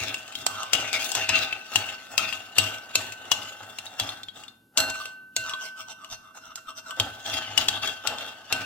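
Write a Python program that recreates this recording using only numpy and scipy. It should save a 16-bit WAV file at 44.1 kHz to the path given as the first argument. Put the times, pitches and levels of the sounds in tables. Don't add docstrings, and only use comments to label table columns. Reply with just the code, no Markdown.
import sys
import numpy as np
from scipy import signal
from scipy.fft import rfft, irfft, next_fast_len
from scipy.io import wavfile
from scipy.ndimage import uniform_filter1d, map_coordinates

SR = 44100
rng = np.random.default_rng(int(sys.argv[2]) if len(sys.argv) > 2 else 0)


def wav_record(signal):
    frames = np.transpose(np.atleast_2d(signal))
    bounded = np.clip(frames, -1, 1)
    quanta = np.round(bounded * 32767).astype(np.int16)
    wavfile.write(sys.argv[1], SR, quanta)


N = 381465


def amp(db):
    return 10 ** (np.asarray(db) / 20)


def unit(x):
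    return x / np.sqrt(np.mean(x ** 2) + 1e-20)


def unit_peak(x):
    return x / np.abs(x).max()


def along(points, hz):
    freq_hz, values = np.transpose(points)
    return np.interp(np.log(hz + 1), np.log(freq_hz + 1), values)


def curves(rows):
    time_s, *columns = np.transpose(rows)
    return [np.interp(np.arange(N) / SR, time_s, column) for column in columns]


def wobble(knots_per_s):
    knots = rng.standard_normal(int(N * knots_per_s / SR) + 4)
    return map_coordinates(knots, [np.arange(N) * knots_per_s / SR])


def filtered(x, response):
    n = x.shape[-1]
    size = next_fast_len(n + SR // 4)
    return irfft(rfft(x, size) * response(np.fft.rfftfreq(size, 1 / SR)), size)[..., :n]


def coloured(x, spectrum, size=4096):
    cepstrum = irfft(np.log(amp(along(spectrum, np.fft.rfftfreq(size, 1 / SR)))))
    cepstrum[1:size // 2] *= 2
    cepstrum[size // 2 + 1:] = 0
    return signal.fftconvolve(x, irfft(np.exp(rfft(cepstrum))))[:len(x)]


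def resonance(f, hz, width_hz):
    return 1j * f * width_hz / (hz * hz - f * f + 1j * f * width_hz)


def add(track, start_s, sound):
    i = max(round(start_s * SR), 0)
    track[..., i:i + sound.shape[-1]] += sound[..., :max(N - i, 0)]


def spread(make, apart):
    shared = make()
    return np.array([unit(shared + apart * make()) for _ in range(2)])


def flutter(width_hz, apart):
    return spread(lambda: filtered(rng.standard_normal(N), lambda f: 1 / (1 + (2 * f / width_hz) ** 2)),
                  apart)


def patchy(x, depth_db, size=512):
    frames = signal.stft(x, nperseg=size)[2]
    field = rng.standard_normal(frames.shape[-2:])
    for _ in range(2):
        field = uniform_filter1d(uniform_filter1d(field, size=4, axis=0), size=6, axis=1)
    return signal.istft(frames * amp(depth_db * unit(field)), nperseg=size)[1][..., :N]


def grit(spectrum, slips_per_s, scatter_db, smooth):
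    slips = (rng.random(N) < slips_per_s / SR) * rng.standard_normal(N)
    slips *= amp(scatter_db * rng.standard_normal(N))
    return coloured(unit(unit(slips) + smooth * rng.standard_normal(N)), spectrum)


# start_s, length_s, grind_db, batter_db, rock_db, pitch_hz, treble_db
SWEEPS = [(0, .19, -29.5, -39, -40, 2453, -2), (0.366, .05, -38.5, -57, -47, 3330, 8),
          (.51, .19, -39.5, -52, -67, 3123, -2.5), (0.739, .15, -25.5, -38, -43, 2877, -7),
          (0.939, .08, -26.5, -37.5, -64, 2191, -2), (1.051, .06, -39, -41, -81, 2900, 16.5),
          (1.16, .07, -25, -36, -62, 2743, -1), (1.3, .06, -20.5, -40, -40.5, 2700, -16),
          (1.365, .05, -22, -34, -60, 2625, 0), (1.47, .11, -34, -44.5, -73, 2600, -7.5),
          (1.725, 0.038, -41.5, -40, -64, 2780, 9.5), (1.753, .15, -30.5, -36.5, -45, 2817, -2.5),
          (2.11, 0.073, -43, -42, -55, 2700, 7), (2.194, 0.092, -27, -39, -48, 2446, -3),
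          (2.339, .04, -39, -45.5, -60, 2750, 4.5), (2.574, .15, -27.5, -36, -39.5, 2965, -0.5),
          (2.951, .15, -35, -38.5, -48, 2735, 2.5), (3.25, 0.054, -41, -46, -62, 2940, 2.5),
          (3.32, .18, -35, -39.5, -56, 2850, 1.5), (3.608, .24, -47.5, -46, -57, 3434, 7.5),
          (4.003, 0.118, -34, -38.5, -42.5, 3370, 2), (4.36, .05, -46.5, -46.5, -57, 3600, 7),
          (4.792, 0.036, -39, -30.5, -44.5, 2710, 6.5), (5.371, 0.0493, -45, -58, -50, 2900, -1),
          (6.991, .09, -45.5, -36, -41, 3252, 9), (7.264, .05, -31, -36.5, -58, 3300, 2.5),
          (7.319, .13, -29.5, -39.5, -43, 3264, -2), (7.477, .08, -36, -43, -51, 2793, -9.5),
          (7.586, .05, -30.5, -34.5, -42, 3035, 2.5), (7.692, .08, -33, -37.5, -45, 3145, -3.5),
          (7.834, .06, -28.5, -36, -53, 3367, -0.5), (8.059, 0.071, -35.5, -34, -51, 2930, -1.5),
          (8.19, .11, -36, -39, -61, 3365, 0.5), (8.514, .11, -33, -35, -42.5, 2757, -2)]
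# start_s, end_s
SUBMERGED = [(0, 4.19), (7.0, 12)]


def effort_db(lean_db_per_s=645, ease_db_per_s=42, lift_db_per_s=190):
    t = np.arange(N) / SR
    lifted_s = np.min([np.abs(t - np.clip(t, start_s, end_s)) for start_s, end_s in SUBMERGED], axis=0)
    force_db = -49 - lift_db_per_s * lifted_s
    flow_db = -50.5 - lift_db_per_s * lifted_s
    for start_s, length_s, grind_db, batter_db, *_ in SWEEPS:
        age_s = t - start_s
        pressure_db = (lean_db_per_s * np.minimum(age_s, 0)
                       - ease_db_per_s * np.clip(age_s, 0, length_s)
                       - lift_db_per_s * np.maximum(age_s - length_s, 0))
        force_db = np.maximum(force_db, grind_db + pressure_db)
        flow_db = np.maximum(flow_db, batter_db + pressure_db)
    return force_db, flow_db


# freq_hz, gain_db
GRIND_SPECTRUM = [(300, -27), (1000, -12.5), (1900, -5.5), (2700, -7.5), (3600, -7), (4600, -6.5),
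                  (6500, -7), (7800, -12), (8900, -20), (11500, -19), (13500, -25), (15500, -20.5)]
# freq_hz, width_hz, gain_db
GRIND_RESONANCES = [(597, 80, -16.5), (1280, 40, 3.5), (2735, 40, 14), (3456, 360, 6), (7560, 200, -8)]
# freq_hz, gain_db
BATTER_SPECTRUM = [(100, -21.5), (180, -11), (275, -4.5), (370, -6.5), (520, -3.5), (660, 0.5), (830, 6),
                   (1000, -7.5), (1270, 3.5), (1800, -4), (3000, -42.5), (8000, -66.5)]


def stirring(gain_db=-1, whine_db=-2, treble_hz=5540.0, left_db=2):
    force_db, flow_db = effort_db()
    tilt_hz, treble_db = curves([(start_s + length_s / 2, hz, db)
                                 for start_s, length_s, *_, hz, db in SWEEPS])
    judder_db = 2.5 * wobble(70)
    rub = spread(lambda: grit(GRIND_SPECTRUM, slips_per_s=900, scatter_db=6, smooth=1), apart=1)
    rub = patchy(rub, depth_db=3.5)
    rub = unit(filtered(rub, lambda f: 1 + sum(amp(db) * resonance(f, hz, width_hz)
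                                               for hz, width_hz, db in GRIND_RESONANCES)))
    treble = filtered(rub, lambda f: f ** 4 / (f ** 4 + treble_hz ** 4))
    rub += (amp(treble_db) - 1) * treble
    whine = unit(flutter(width_hz=340, apart=0.23) * np.cos(2 * np.pi * np.cumsum(tilt_hz) / SR))
    grind = amp(force_db) * unit(amp(judder_db) * (rub + amp(whine_db) * whine))
    slosh = spread(lambda: grit(BATTER_SPECTRUM, slips_per_s=600, scatter_db=0.5, smooth=0.65),
                   apart=0.19)
    batter = amp(flow_db) * unit(amp(0.204 * judder_db) * patchy(slosh, depth_db=2.5))
    return amp(gain_db) * (grind * amp([[left_db], [-left_db]]) + batter)


# freq_hz, struck_db, rubbed_db, t60_s
BOWL_MODES = [(267, -38, -24, .35), (643, -27, -10, .42), (1525, -23, -9.5, 2.6), (2088, -35, -20, .2),
              (2740, -21, -6, .6), (4229, -23.5, -25, .45), (5966, -37, -30, .3), (7915, -33, -30, .26),
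              (12592, -38, -48, .24), (15220, -47, -54, .18)]
# time_s, gain_db, slope_db_per_octave
BOWL_RESPONSE = [(0, -10, -6.5), (4.6, -14.5, 2), (4.78, -3.5, 5), (4.88, -9, 5.5), (5.36, -0.5, -5),
                 (5.5, 7, -20), (6.56, -10, -8), (6.91, 10, -30), (7.0, -16, -9), (8.65, -3, -7)]


def bowl_ring(rub, friction_db=-2, pressed_t60_ratio=0.4, waver_db=1.06, beat_hz=0.7, beat_depth=0.91):
    t, out = np.arange(N) / SR, np.zeros((2, N))
    start_s, level_db = np.transpose(CLACKS)[:2]
    hits = (start_s * SR).astype(int)
    gain_db, slope_db_per_octave = (column[hits] for column in curves(BOWL_RESPONSE))
    friction = np.mean(rub ** 2, axis=0)
    waver, drift_rad = wobble(17), 0.35 * wobble(22)
    for hz, struck_db, rubbed_db, t60_s in BOWL_MODES:
        octaves_away = abs(np.log2(hz / 1500))
        blow_db = level_db + gain_db + slope_db_per_octave * octaves_away + struck_db
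        blows = np.bincount(hits, amp(blow_db) ** 2, N)
        free_decay = amp(-60 / (t60_s * SR)) ** 2
        pressed_decay = free_decay ** (1 / pressed_t60_ratio)
        beating = signal.lfilter([1], [1, -free_decay * np.exp(2j * np.pi * beat_hz / SR)], blows).real
        struck = (signal.lfilter([1], [1, -free_decay], blows) + beat_depth * beating) / 2
        rubbed = signal.lfilter([1 - pressed_decay], [1, -pressed_decay], friction)
        energy = struck + amp(rubbed_db + friction_db) ** 2 * rubbed
        shift = rng.integers(N)
        envelope = np.sqrt(np.abs(energy)) * amp(waver_db * np.roll(waver, shift))
        phase = 2 * np.pi * hz * t + np.roll(drift_rad, shift)
        out += envelope * np.sin([phase, phase - np.pi / 3])
    return out


# freq_hz, gain_db
COUNTER_SPECTRUM = [(20, -27), (45, -25), (70, -7.5), (88, -17.5), (101, 7.5), (122, -9.5), (170, -20),
                    (270, -7), (500, -29.5), (2000, -86)]


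def counter_rumble(push_db=3, clack_db=-46, drag_db=-25, rest_db=-71, tip_s=0.013, fall_db_per_s=109.5):
    pushes = np.zeros(N)
    for start_s, _, _, _, rock_db, *_ in SWEEPS:
        add(pushes, start_s, amp([rock_db + push_db]) ** 2)
    for start_s, level_db, *_ in CLACKS:
        add(pushes, start_s, amp([level_db + clack_db + push_db]) ** 2)
    t = np.arange(SR) / SR
    rocking = (1 - np.exp(-(t / tip_s) ** 2)) * amp(-fall_db_per_s * t)
    force_db, _ = effort_db()
    energy = np.abs(signal.fftconvolve(pushes, rocking ** 2)[:N])
    energy += amp(force_db + drag_db) ** 2 + amp(rest_db) ** 2
    return np.sqrt(energy) * unit(coloured(rng.standard_normal(N), COUNTER_SPECTRUM))


# pitch_ratio, level_db, t60_s
SPOON_MODES = [(.27, -33, 0.086), (.5, -32.5, 0.017), (.93, -14.5, .022), (1, 22.5, 0.032),
               (1.16, 10.5, 0.067), (1.36, -0.5, 0.093), (1.8, -3, 0.011), (2.6, -37, 0.011)]


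def spoon_ring(pitch_hz, length_s=0.1, scatter_db=0.5):
    t = np.arange(int(length_s * SR)) / SR
    return sum(amp(level_db + scatter_db * rng.standard_normal() - 60 * t / t60_s)
               * np.sin(2 * np.pi * ratio * pitch_hz * t) for ratio, level_db, t60_s in SPOON_MODES)


# start_s, level_db, hardness_db, pitch_hz, pan_left_db
CLACKS = [(0.1432, -17.5, -24, 2760, 2), (.279, -32, -20, 2610, 6), (0.3238, -31.5, -24, 2570, 6),
          (.3533, -22, -31, 3210, 4.5), (0.4655, -6, 4, 3090, -3), (0.6318, -21.5, -23, 2930, 5.5),
          (0.7337, -5, -17.5, 2775, 7.5), (0.751, -17.5, -38, 2860, 13.5), (.93, -14, -13, 2655, 8),
          (1.045, -21.5, 3, 2500, 7.5), (1.118, -15, -1, 3150, 8.5), (1.1518, -9, 6.5, 2670, 3.5),
          (1.292, -9.5, -16.5, 2590, 8.5), (1.5272, -20.5, -49, 2634, 6.5), (1.7579, -6, -24.5, 2811, 6),
          (1.888, -27, -39.5, 2720, 1.5), (2.1794, -7.5, -14.5, 2720, 11), (2.3265, -19, -43.5, 2770, 10.5),
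          (2.5841, -3, -20, 2763, 7), (2.9552, -2.5, -11.5, 2643, 2.5), (3.1227, -29, -24, 2670, 5.5),
          (3.3167, -4, -19.5, 2880, 5.5), (3.4315, -34, -15, 2700, -7), (3.7864, -21, -22.5, 2760, 2.5),
          (3.8657, -29, -44, 3800, 4.5), (3.9987, -13, -23, 3370, 5), (4.0909, -23, -36, 3616, 2.5),
          (4.233, -28, -33, 3600, 2.5), (4.2853, -30.5, -50, 3300, 3.5), (4.4367, -33, -25.5, 2820, 5.5),
          (4.481, -34, -42.5, 3600, 4.5), (4.7748, -6, 17, 2660, 6), (4.782, -9, 0, 2720, 3),
          (4.7917, -22, 0, 2650, -9), (4.8025, -12, -6.5, 2850, -4.5), (4.9005, -25, -5, 2750, 13.5),
          (5.056, -25.5, -26, 2750, 2.5), (5.365, -8, 3.5, 3000, 0.5), (5.4951, -21.5, -20.5, 2920, 6.5),
          (5.536, -24, -51.5, 3330, 3), (6.046, -32.5, -23.5, 2930, 6.5), (6.5572, -21.5, 21.5, 2860, -2),
          (6.908, -24.5, -22.5, 2970, 4), (6.999, -6.5, -28.5, 3220, 1), (7.5772, -6.5, -18.5, 2936, 10),
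          (7.6851, -6.5, -27.5, 3307, 3.5), (7.875, -16.5, -37, 3320, 4.5), (8.073, -13, -14, 2770, 11.5),
          (8.1843, -27, -28, 3540, 2.5), (8.526, -5, -14, 2744, 5)]
# freq_hz, gain_db
CRACK_SPECTRUM = [(30, -62.5), (150, -38), (400, -13), (750, -3.5), (2000, -11), (2900, -2.5), (4300, 2),
                  (6500, 1), (7900, 4), (9000, -11), (12500, -10.5), (15500, -20.5)]


def clacks(gain_db=4, skid_db=-15, skid_s=0.002, crack_t60_s=0.0077, chatter_db=-7, settle_s=0.004):
    out, lead = np.zeros((2, N)), SR // 40
    t = (np.arange(SR // 8) - lead) / SR
    skid = amp(skid_db) * np.exp(-np.abs(t) / skid_s)
    contact = np.where(t < 0, skid, amp(-60 * np.abs(t) / crack_t60_s))

    def crack():
        return coloured(contact * rng.standard_normal(len(t)), CRACK_SPECTRUM)

    for start_s, level_db, hardness_db, pitch_hz, pan_left_db in CLACKS:
        steel = unit_peak(spread(lambda: spoon_ring(pitch_hz), apart=0.93))
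        steel = np.pad(steel, ((0, 0), (lead, len(t))))[:, :len(t)]
        crack_db = -5 + 0.62 * (hardness_db + 35)
        blow = unit_peak(steel + amp(crack_db) * unit_peak(spread(crack, apart=0.71)))
        chatter = unit_peak(spread(crack, apart=0.74))
        sides = amp(level_db + np.array([[pan_left_db], [-pan_left_db]]) / 2)
        onset_s = start_s - lead / SR
        add(out, onset_s, sides * amp(gain_db) * blow)
        add(out, onset_s + settle_s * rng.uniform(0.5, 1.5), sides * amp(chatter_db) * chatter)
    return out


# centre_s, rasp_db, pitch_hz, hollow_db, sigma_s
STROKES = [(0.52, -41, 1160, -41, 0.021), (0.6077, -29, 1226, -35.5, 0.036),
           (4.8988, -17, 977, -41.5, 0.011), (4.9556, -23, 1274, -38.5, 0.011),
           (4.9995, -28, 1210, -41.5, 0.014), (5.046, -27, 1120, -60, 0.041),
           (5.4896, -26, 1279, -41.5, 0.042), (5.5363, -53.5, 1143, -34.5, 0.012),
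           (5.6455, -22.5, 1450, -64, 0.028), (5.8004, -26, 1231, -44, 0.02),
           (5.9067, -23, 1250, -67, 0.015), (6.042, -42.5, 1199, -47.5, 0.035),
           (6.1285, -19, 1320, -52, 0.015), (6.269, -44.5, 1253, -52, 0.035),
           (6.369, -31, 1387, -45.5, 0.014), (6.458, -35.5, 1373, -49.5, 0.03),
           (6.5176, -39, 1293, -44.5, 0.0099), (6.581, -30.5, 1380, -44, 0.0091),
           (6.6914, -33, 1250, -43, 0.018), (6.7834, -23.5, 1437, -45.5, 0.013),
           (6.879, -31.5, 1390, -45, 0.021), (6.9063, -34, 1234, -37.5, 0.016)]
# freq_hz, gain_db
RASP_SPECTRUM = [(300, -21.5), (800, 1), (1400, -7), (2100, -14), (3100, -1), (4700, -9.5), (5800, 0),
                 (6800, -11.5), (7900, -4), (9200, -23.5), (12000, -19.5), (15500, -25)]


def scraping(rasp_gain_db=-15, fall_per_s=1.5, overtone_ratio=2.8, overtone_db=-13):
    t, out = np.arange(N) / SR, np.zeros((2, N))
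    rasp = spread(lambda: grit(RASP_SPECTRUM, slips_per_s=1500, scatter_db=6.5, smooth=0.45), apart=1)
    rasp = amp(rasp_gain_db) * unit(patchy(rasp, depth_db=5))
    hollow_noise = flutter(width_hz=190, apart=0.61)
    for centre_s, rasp_db, pitch_hz, hollow_db, sigma_s in STROKES:
        span = np.abs(t - centre_s) < 1 / 8
        offset_s = t[span] - centre_s
        sinking_hz = pitch_hz * np.exp(-fall_per_s * rng.uniform(0, 2) * offset_s)
        phase = 2 * np.pi * np.cumsum(sinking_hz) / SR
        tone = np.cos(phase) + amp(overtone_db) * np.cos(overtone_ratio * phase)
        hollow = unit(hollow_noise[:, span] * tone)
        swell = np.exp(-(offset_s / sigma_s) ** 2 / 2)
        out[:, span] += swell * (amp(rasp_db) * rasp[:, span] + amp(hollow_db) * hollow)
    return out


# freq_hz, t60_s
KITCHEN_DECAY = [(150, 0.54), (1000, 0.85), (3500, 0.41), (8000, 0.33), (15000, 0.62)]


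def kitchen_echo(x, near_db=-6, near_t60_s=0.044, walls_db=-9):
    out, hop = np.zeros((2, N)), SR // 3
    for i in range(0, N, hop):
        hz, t, frames = signal.stft(rng.standard_normal((2, SR // 2)), SR, nperseg=256)
        decay = amp(-60 * t / along(KITCHEN_DECAY, hz)[:, None])
        walls = signal.istft(frames * decay, SR, nperseg=256)[1]
        age_s = np.arange(walls.shape[1]) / SR
        walls *= 1 - np.exp(-age_s / 0.0009)
        near = rng.standard_normal(walls.shape) * amp(-60 * age_s / near_t60_s) * (age_s > 0.0007)
        echo = amp(walls_db) * walls / np.linalg.norm(walls[0])
        echo += amp(near_db) * near / np.linalg.norm(near[0])
        add(out, i / SR, signal.fftconvolve(x[:, i:i + hop], echo, axes=1))
    return out


# freq_hz, gain_db
BACKGROUND_SPECTRUM = [(15, -54), (25, -24), (242, 7), (354, -1.5), (1400, -24.5), (1520, -27), (1650, -38),
                       (3430, -20.5), (9320, -23), (12200, -13.5), (16000, -42)]


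def background(level_db=-65):
    noise = spread(lambda: coloured(rng.standard_normal(N), BACKGROUND_SPECTRUM), apart=0.17)
    return amp(level_db) * noise


def scene(lag_samples=3):
    rub = stirring() + scraping()
    left, right = clacks() + rub
    spoon = np.array([left, np.pad(right, (lag_samples, 0))[:N]])
    return spoon + kitchen_echo(spoon) + bowl_ring(rub) + counter_rumble() + background()


def record(dry, top_hz=15850):
    rounded = dry / (1 + dry ** 6) ** (1 / 6)
    return filtered(rounded, lambda f: f < top_hz)


dry = scene()
out = record(dry)
wav_record(out)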